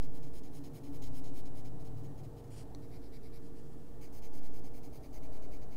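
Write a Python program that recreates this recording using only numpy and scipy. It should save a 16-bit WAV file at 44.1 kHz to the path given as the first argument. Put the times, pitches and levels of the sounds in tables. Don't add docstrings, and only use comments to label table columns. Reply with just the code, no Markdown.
import sys
import numpy as np
from scipy import signal
from scipy.fft import rfft, irfft
from scipy.io import wavfile
from scipy.ndimage import uniform_filter1d

SR = 44100
rng = np.random.default_rng(int(sys.argv[2]) if len(sys.argv) > 2 else 0)


def convert_level_to_amplitude(level_db):
    exponent = np.asarray(level_db, float) / 20
    return 10 ** exponent


def put_to_file(sound):
    columns = np.atleast_2d(sound).T
    safe = np.clip(columns, -1, 1)
    whole_steps = np.round(safe * 32767)
    wavfile.write(sys.argv[1], SR, whole_steps.astype(np.int16))


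N = 254016
T = np.arange(N) / SR

# centre_hz, width_hz, level_db
FIRST_GRIP = [(2210, 430, -1.8), (3100, 510, -5.4), (4090, 670, -3.4), (5170, 550, -1.8), (6630, 700, -1.8),
              (8260, 470, -6.5), (9580, 540, -4.9), (10650, 840, -9.8), (12370, 1600, -7.2),
              (13800, 380, -9.2), (15150, 1600, -7.8)]
HAND_SLIDE = [(2300, 1600, -4.3), (3240, 380, -2.6), (4650, 1600, -1.2), (7030, 600, -5.0),
              (8150, 510, -0.4), (9240, 540, -7.7), (10710, 1310, -4.9), (12980, 620, -17.7),
              (14630, 1600, -13.0)]
FLAT_GRIP = [(2190, 340, 0.8), (3140, 250, -18.1), (3860, 550, -3.8), (4780, 660, -2.9), (5540, 840, -7.7),
             (7530, 930, -12.3), (9550, 900, -10.8), (11150, 800, -10.8), (11820, 490, -7.9),
             (13460, 1250, -17.5), (15020, 830, -13.8)]
LAST_GRIP = [(2240, 410, 0.2), (3070, 340, -8.7), (4470, 980, -3.8), (5170, 440, -3.8), (6330, 850, -1.2),
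             (8130, 390, -8.7), (9300, 760, -5.0), (10460, 520, -11.7), (11470, 840, -7.0),
             (12600, 520, -7.7), (13750, 470, -3.9), (14700, 450, -5.6), (15260, 680, -5.4)]
WORN_TIP = [(2240, 400, 0.5), (3080, 330, -8.9), (4140, 860, -6.5), (4840, 730, -4.4), (6370, 780, -2.9),
            (8130, 370, -14.9), (9480, 740, -7.8), (10410, 270, -13.2), (11690, 1600, -10.2),
            (12730, 390, -10.2), (13690, 510, -6.2), (14610, 360, -6.2), (15300, 940, -9.2)]
GRIP_CHANGES = [
    2.49,
    2.7,
    3.41,
    3.9,
    4.9,
]

# start_s, length_s, midstroke_db
FIRST_SHADING = [(.026, 0.04, -64.5), (.13, .055, -64.5), (.23, .056, -67.5), (.332, 0.063, -62),
                 (.435, 0.048, -66.5), (.526, 0.063, -62), (.641, 0.041, -64), (.732, 0.058, -62.5),
                 (.837, 0.049, -66.5), (.926, 0.047, -62.5), (1.023, 0.061, -60.5), (1.131, 0.067, -61),
                 (1.241, 0.056, -64), (1.338, .071, -61.5), (1.457, 0.027, -66), (1.548, 0.061, -63.5),
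                 (1.652, .032, -65.5)]
FLAT_SHADING = [(2.822, 0.04, -70), (2.915, 0.06, -66), (3.02, .062, -70.5), (3.123, 0.051, -64),
                (3.23, .053, -67.5), (3.328, .055, -64)]
LAST_SHADING = [(4.012, .066, -62), (4.129, 0.063, -61), (4.223, 0.058, -63), (4.331, 0.061, -63),
                (4.431, 0.055, -63.5), (4.533, 0.063, -63), (4.64, 0.048, -63.5), (4.738, 0.053, -63.5),
                (4.832, .048, -64.5), (4.93, 0.051, -63), (5.031, .044, -64), (5.13, 0.053, -62),
                (5.227, .046, -64.5), (5.325, .054, -64), (5.424, 0.039, -64.5), (5.514, .058, -64.5),
                (5.614, 0.037, -66.5), (5.711, .042, -66)]
# start_s, length_s, midstroke_db
DABS = [(1.8, 0.028, -69.5), (1.849, .035, -66), (1.971, .035, -71), (2.036, 0.034, -68.5),
        (2.178, .032, -67.5), (2.234, .027, -67), (2.369, 0.04, -69), (2.44, .015, -72), (2.475, .01, -73)]
# start_s, length_s, midstroke_db
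SLIDES = [(2.507, .06, -63), (2.562, 0.07, -60), (3.427, .06, -70.5), (3.557, 0.06, -70),
          (3.62, 0.097, -78), (3.71, 0.036, -73), (3.75, 0.14, -77), (3.87, .12, -79)]
# start_db, end_db, brightness_db
FIRST_SHAPES = (2, -4, -1.5), (-8.5, -3.5, 2.5)
FLAT_SHAPES = (-3, -4.5, -5), (-6.5, -5, -5)
LAST_SHAPES = (-3, -8, -3.5), (-3.5, -3, -1)
# start_db, end_db, brightness_db
DAB_SHAPE = (-1.5, -3.5, 0)
SLIDE_SHAPE = (-5, -7, -1)
# peak_s, half_width_s, centre_hz, width_hz, level_db
SINGING = [(1.25, 0.22, 5600, 240, 3.5), (1.59, .03, 2240, 280, 10), (3.27, .15, 2240, 180, 9),
           (2.94, .06, 2400, 190, 6), (2.975, .03, 4200, 110, 13)]

# start_s, level_db
TAPS = [
    (2.7486, -42),
    (2.7515, -58),
    (2.7578, -65),
    (2.7592, -62),
]
# pitch_hz, level_db, t60_s
TAP_MODES = [(895, -7, 0.0069), (1997, -7.5, 0.0069), (3950, -7, .008), (4230, -0.5, 0.0079),
             (2900, -13, .004), (6000, -1, 0.005), (14000, -17, .003), (7800, -7, .005), (10900, -11, .004)]

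# frequency_hz, density_db (per Hz)
AIR = [(20, -75), (50, -73.5), (80, -82.5), (200, -81), (240, -89.5), (330, -83.5), (420, -84),
       (520, -91.5), (1000, -101), (1500, -106), (2200, -113), (5000, -116), (10000, -117), (16000, -119)]
# pitch_hz, level_db (rms), wander_hz
FAN = [(119, -62, 1.5), (238, -66, 2.0), (356.4, -68, 1.5), (420, -72, 5.0), (460, -63.5, 4.0),
       (1183, -89.5, .6), (1314.6, -95, .6), (1577.5, -91, .4), (1709.2, -95, .4), (1840.5, -85.5, .4)]
# time_s, pitch_hz, level_db (rms)
ENGINE = [(0, 106, -73), (1.0, 106, -55), (1.5, 106, -59.5), (2.0, 104, -50), (2.4, 106.8, -53),
          (2.9, 105, -59), (3.3, 104.5, -75), (5.76, 107.3, -70)]
# peak_s, half_width_s, change_db (over steady)
RUMBLE_SWELLS = [(0.148, 0.14, 12.5), (.7, 0.097, 9.5), (1.1, 0.24, 2), (1.9, 1, 9.5), (3.7, 0.2, 2),
                 (4.2, 0.14, -5)]
DUCT_SWELLS = [(.2, 0.62, 3.4), (.62, 0.073, 6.2), (.9, 0.11, 5.2), (1.2, 0.3, 7.6), (2, 0.36, 4),
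               (2.85, 0.22, 4.8), (5, 0.54, 3.5)]
TRAFFIC_SWELLS = [(.43, 0.11, -2), (1.1, 0.24, 3), (2, 0.77, 2), (3.5, 0.48, -9.5), (5.4, .25, 4)]
GUSTS = [(.03, 0.15, 9.5), (.4, 0.17, 5), (.65, 0.095, -13), (1.08, 0.093, 11.5), (1.55, .15, 9),
         (2.6, 0.5, 6), (3.68, 0.15, -13), (4, .2, 6.5), (5.4, 0.59, 9.5)]
# frequency_hz, density_db (relative)
RUMBLE_BAND = [(90, -9.5), (108, -17), (122, -2.5), (142, 7), (165, -4.5), (185, -31.5), (400, -59.5)]
DUCT_BAND = [(230, -23), (266, -1.0), (290, 0.5), (310, -16.5), (340, -50), (600, -50.5)]
TRAFFIC_BAND = [(400, -17), (520, 0.5), (575, -1.5), (625, 2.5), (690, -0.5), (745, 3.0), (810, -4),
                (870, 1), (910, -8.0), (1000, -9.5), (1400, -20.5), (2000, -84), (4000, -46)]
DRAUGHT_BAND = [(6, 6), (15, -6.5), (25, 3.0), (55, 2.0), (70, -3.5), (90, -33.5), (200, -73)]
# peak_s, half_width_s, tyre_low_hz, tyre_high_hz, level_db
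CARS = [
    (4.45, 0.44, 720, 880, -68.5),
    (5.4, 0.34, 600, 645, -65),
]
# time_s, offset (full scale 1)
DRIFT = [(.01, 0.077), (.15, 0.051), (.8, 0.00012), (1.05, -0.052), (1.4, -0.055), (1.55, -0.041),
         (2, -0.018), (2.5, 0.0049), (3.4, 0.02), (3.85, .015), (4.15, 0.022), (4.45, 0.072), (4.7, 0.034),
         (5.05, 0.003), (5.2, -0.036), (5.35, -0.053), (5.75, -.027)]


def pencil():
    effort, bright_db = strokes()
    snap_db = rng.random(N) < .5, rng.standard_normal(N), rng.exponential(size=N)
    happens, push, strength_db = snap_db
    snaps = happens * push * convert_level_to_amplitude(strength_db)
    patches = convert_level_to_amplitude(0.59 * walk(150))
    drag = level(snaps * patches, 0) * effort
    grip = np.searchsorted(GRIP_CHANGES, T)
    holds = (FIRST_GRIP, HAND_SLIDE, FLAT_GRIP, HAND_SLIDE, LAST_GRIP, WORN_TIP)
    out = 0
    for k, modes in enumerate(holds):
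        held = grip == k
        tone_db = bright_db - np.average(bright_db, weights=held * effort ** 2)
        power = sum(convert_level_to_amplitude(2 * db) * width * np.pi / SR for _, width, db in modes)
        for j, (hz, width, db) in enumerate(modes):
            lean = np.clip(np.log2(hz / 8000) / 0.48, -.5, .5)
            wobble_db = 1.5 * walk(23.94)
            force = drag * held * convert_level_to_amplitude(lean * tone_db + wobble_db)
            sign = (-1) ** j
            out = out + sign * convert_level_to_amplitude(db) * ring(force, hz, width) / np.sqrt(power)
    return out + singing(snaps, effort)


def strokes():
    effort, bright_db = np.zeros(N), np.zeros(N)
    passages = ((FIRST_SHADING, FIRST_SHAPES), (DABS, [DAB_SHAPE]), (SLIDES, [SLIDE_SHAPE]),
                (FLAT_SHADING, FLAT_SHAPES), (LAST_SHADING, LAST_SHAPES))
    attack_s, release_s = 0.0062, 0.0073
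    for rows, shapes in passages:
        for k, (start, length, mid_db) in enumerate(rows):
            first_db, last_db, tone_db = shapes[k % len(shapes)]
            on = slice(max(int((start - .012) * SR), 0), int((start + length + .02) * SR))
            u = (T[on] - start) / length
            v = np.clip(u, 0, 1)
            db = mid_db + first_db * (1 - v) * (1 - 2 * v) + last_db * v * (2 * v - 1)
            fade_in = np.clip(1 + u * length / attack_s, 0, 1)
            fade_out = np.clip(1 + (1 - u) * length / release_s, 0, 1)
            effort[on] += convert_level_to_amplitude(db) * fade_in * fade_out
            bright_db[on] = tone_db
    dulling_db_per_s = -5
    return effort, bright_db + dulling_db_per_s * np.maximum(T - GRIP_CHANGES[-1], 0)


def singing(snaps, effort):
    shiver = level(snaps[::-1], 0) * effort
    out = 0
    for s, half, hz, width, db in SINGING:
        out = out + convert_level_to_amplitude(db) * ring(shiver * bell(s, half), hz, width)
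    return out


def taps():
    t, out = T[:2000], np.zeros(N)
    knock = sum(convert_level_to_amplitude(db) * np.sin(2 * np.pi * hz * t) * 1000 ** (-t / t60) for hz, db, t60 in TAP_MODES)
    knock = knock * (1 - np.exp(-t / 0.00037))
    push_s, push_db = 0.00098, -0.5
    knock = knock + convert_level_to_amplitude(push_db) * np.sin(np.pi * np.minimum(t / push_s, 1))
    for s, db in TAPS:
        out[int(s * SR):][:len(t)] -= convert_level_to_amplitude(db) * knock
    return out


def room():
    rumble = level(coloured(RUMBLE_BAND), swells(-59.5, RUMBLE_SWELLS) - 2.5)
    duct = level(coloured(DUCT_BAND), swells(-60, DUCT_SWELLS))
    traffic = level(coloured(TRAFFIC_BAND), swells(-62.5, TRAFFIC_SWELLS) - 2.0)
    draught = level(coloured(DRAUGHT_BAND), swells(-60.5, GUSTS) + 0.5)
    fan = sum(convert_level_to_amplitude(db) * tone(hz, wander_hz, 2.96) for hz, db, wander_hz in FAN)
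    return coloured(AIR) + fan + engine() + rumble + duct + traffic + draught + cars()


def engine():
    s, hz, db = np.transpose(ENGINE)
    return convert_level_to_amplitude(np.interp(T, s, db)) * tone(np.interp(T, s, hz), 1.67, 2.5)


def cars():
    out = 0
    for s, half, low_hz, high_hz, db in CARS:
        band = [(low_hz * .95, -15), (low_hz, 0), (high_hz, 0), (high_hz * 1.03, -25), (2 * high_hz, -60)]
        out = out + level(coloured(band), db) * bell(s, half)
    return out


def pressure_drift():
    return uniform_filter1d(np.interp(T, *np.transpose(DRIFT)), size=3000, mode="nearest")


def tone(hz, wander_hz, flutter_db):
    phase = 2 * np.pi * np.cumsum(hz + wander_hz * walk(12)) / SR
    return np.sqrt(2) * convert_level_to_amplitude(flutter_db * walk(16)) * np.sin(phase)


def coloured(points):
    hz, db = np.transpose(points)
    f = np.maximum(np.fft.rfftfreq(N, 1 / SR), 1)
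    gain = convert_level_to_amplitude(np.interp(np.log(f), np.log(hz), db, left=-200))
    return irfft(rfft(rng.standard_normal(N)) * gain, N) * np.sqrt(SR / 2)


def ring(x, hz, width):
    peak = signal.iirpeak(min(hz, .45 * SR), hz / width / 1.35, SR)
    return signal.lfilter(*peak, signal.lfilter(*peak, x))


def walk(rate):
    k = int(SR / rate)
    held = np.repeat(rng.standard_normal(N // k + 1), k)
    return 0.994 * uniform_filter1d(uniform_filter1d(held, k), k)[:N]


def bell(peak_s, half_s):
    return np.exp(-((T - peak_s) / half_s) ** 2)


def swells(steady_db, rows):
    return steady_db + sum(db * bell(s, half) for s, half, db in rows)


def level(x, db):
    return x * convert_level_to_amplitude(db) / np.sqrt(np.mean(x ** 2))


def scene():
    near = pencil() + taps()
    t = T[:6000]
    tail = rng.standard_normal(len(t)) * 1000 ** (-t / 0.032) * (t > .004)
    tail = tail / np.sqrt(np.sum(tail ** 2))
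    near = near + convert_level_to_amplitude(-16.5) * signal.fftconvolve(near, tail)[:N]
    return (near + room() + pressure_drift())[None]


def roll_off(x):
    return signal.sosfilt(signal.butter(12, 16170, fs=SR, output="sos"), x)


def record(dry):
    top_hz = 15730
    lowpass = signal.ellip(10, .1, 40, top_hz, fs=SR, output="sos")
    mix = signal.sosfiltfilt(lowpass, dry)
    return roll_off(mix)


dry = scene()
out = record(dry)
put_to_file(out)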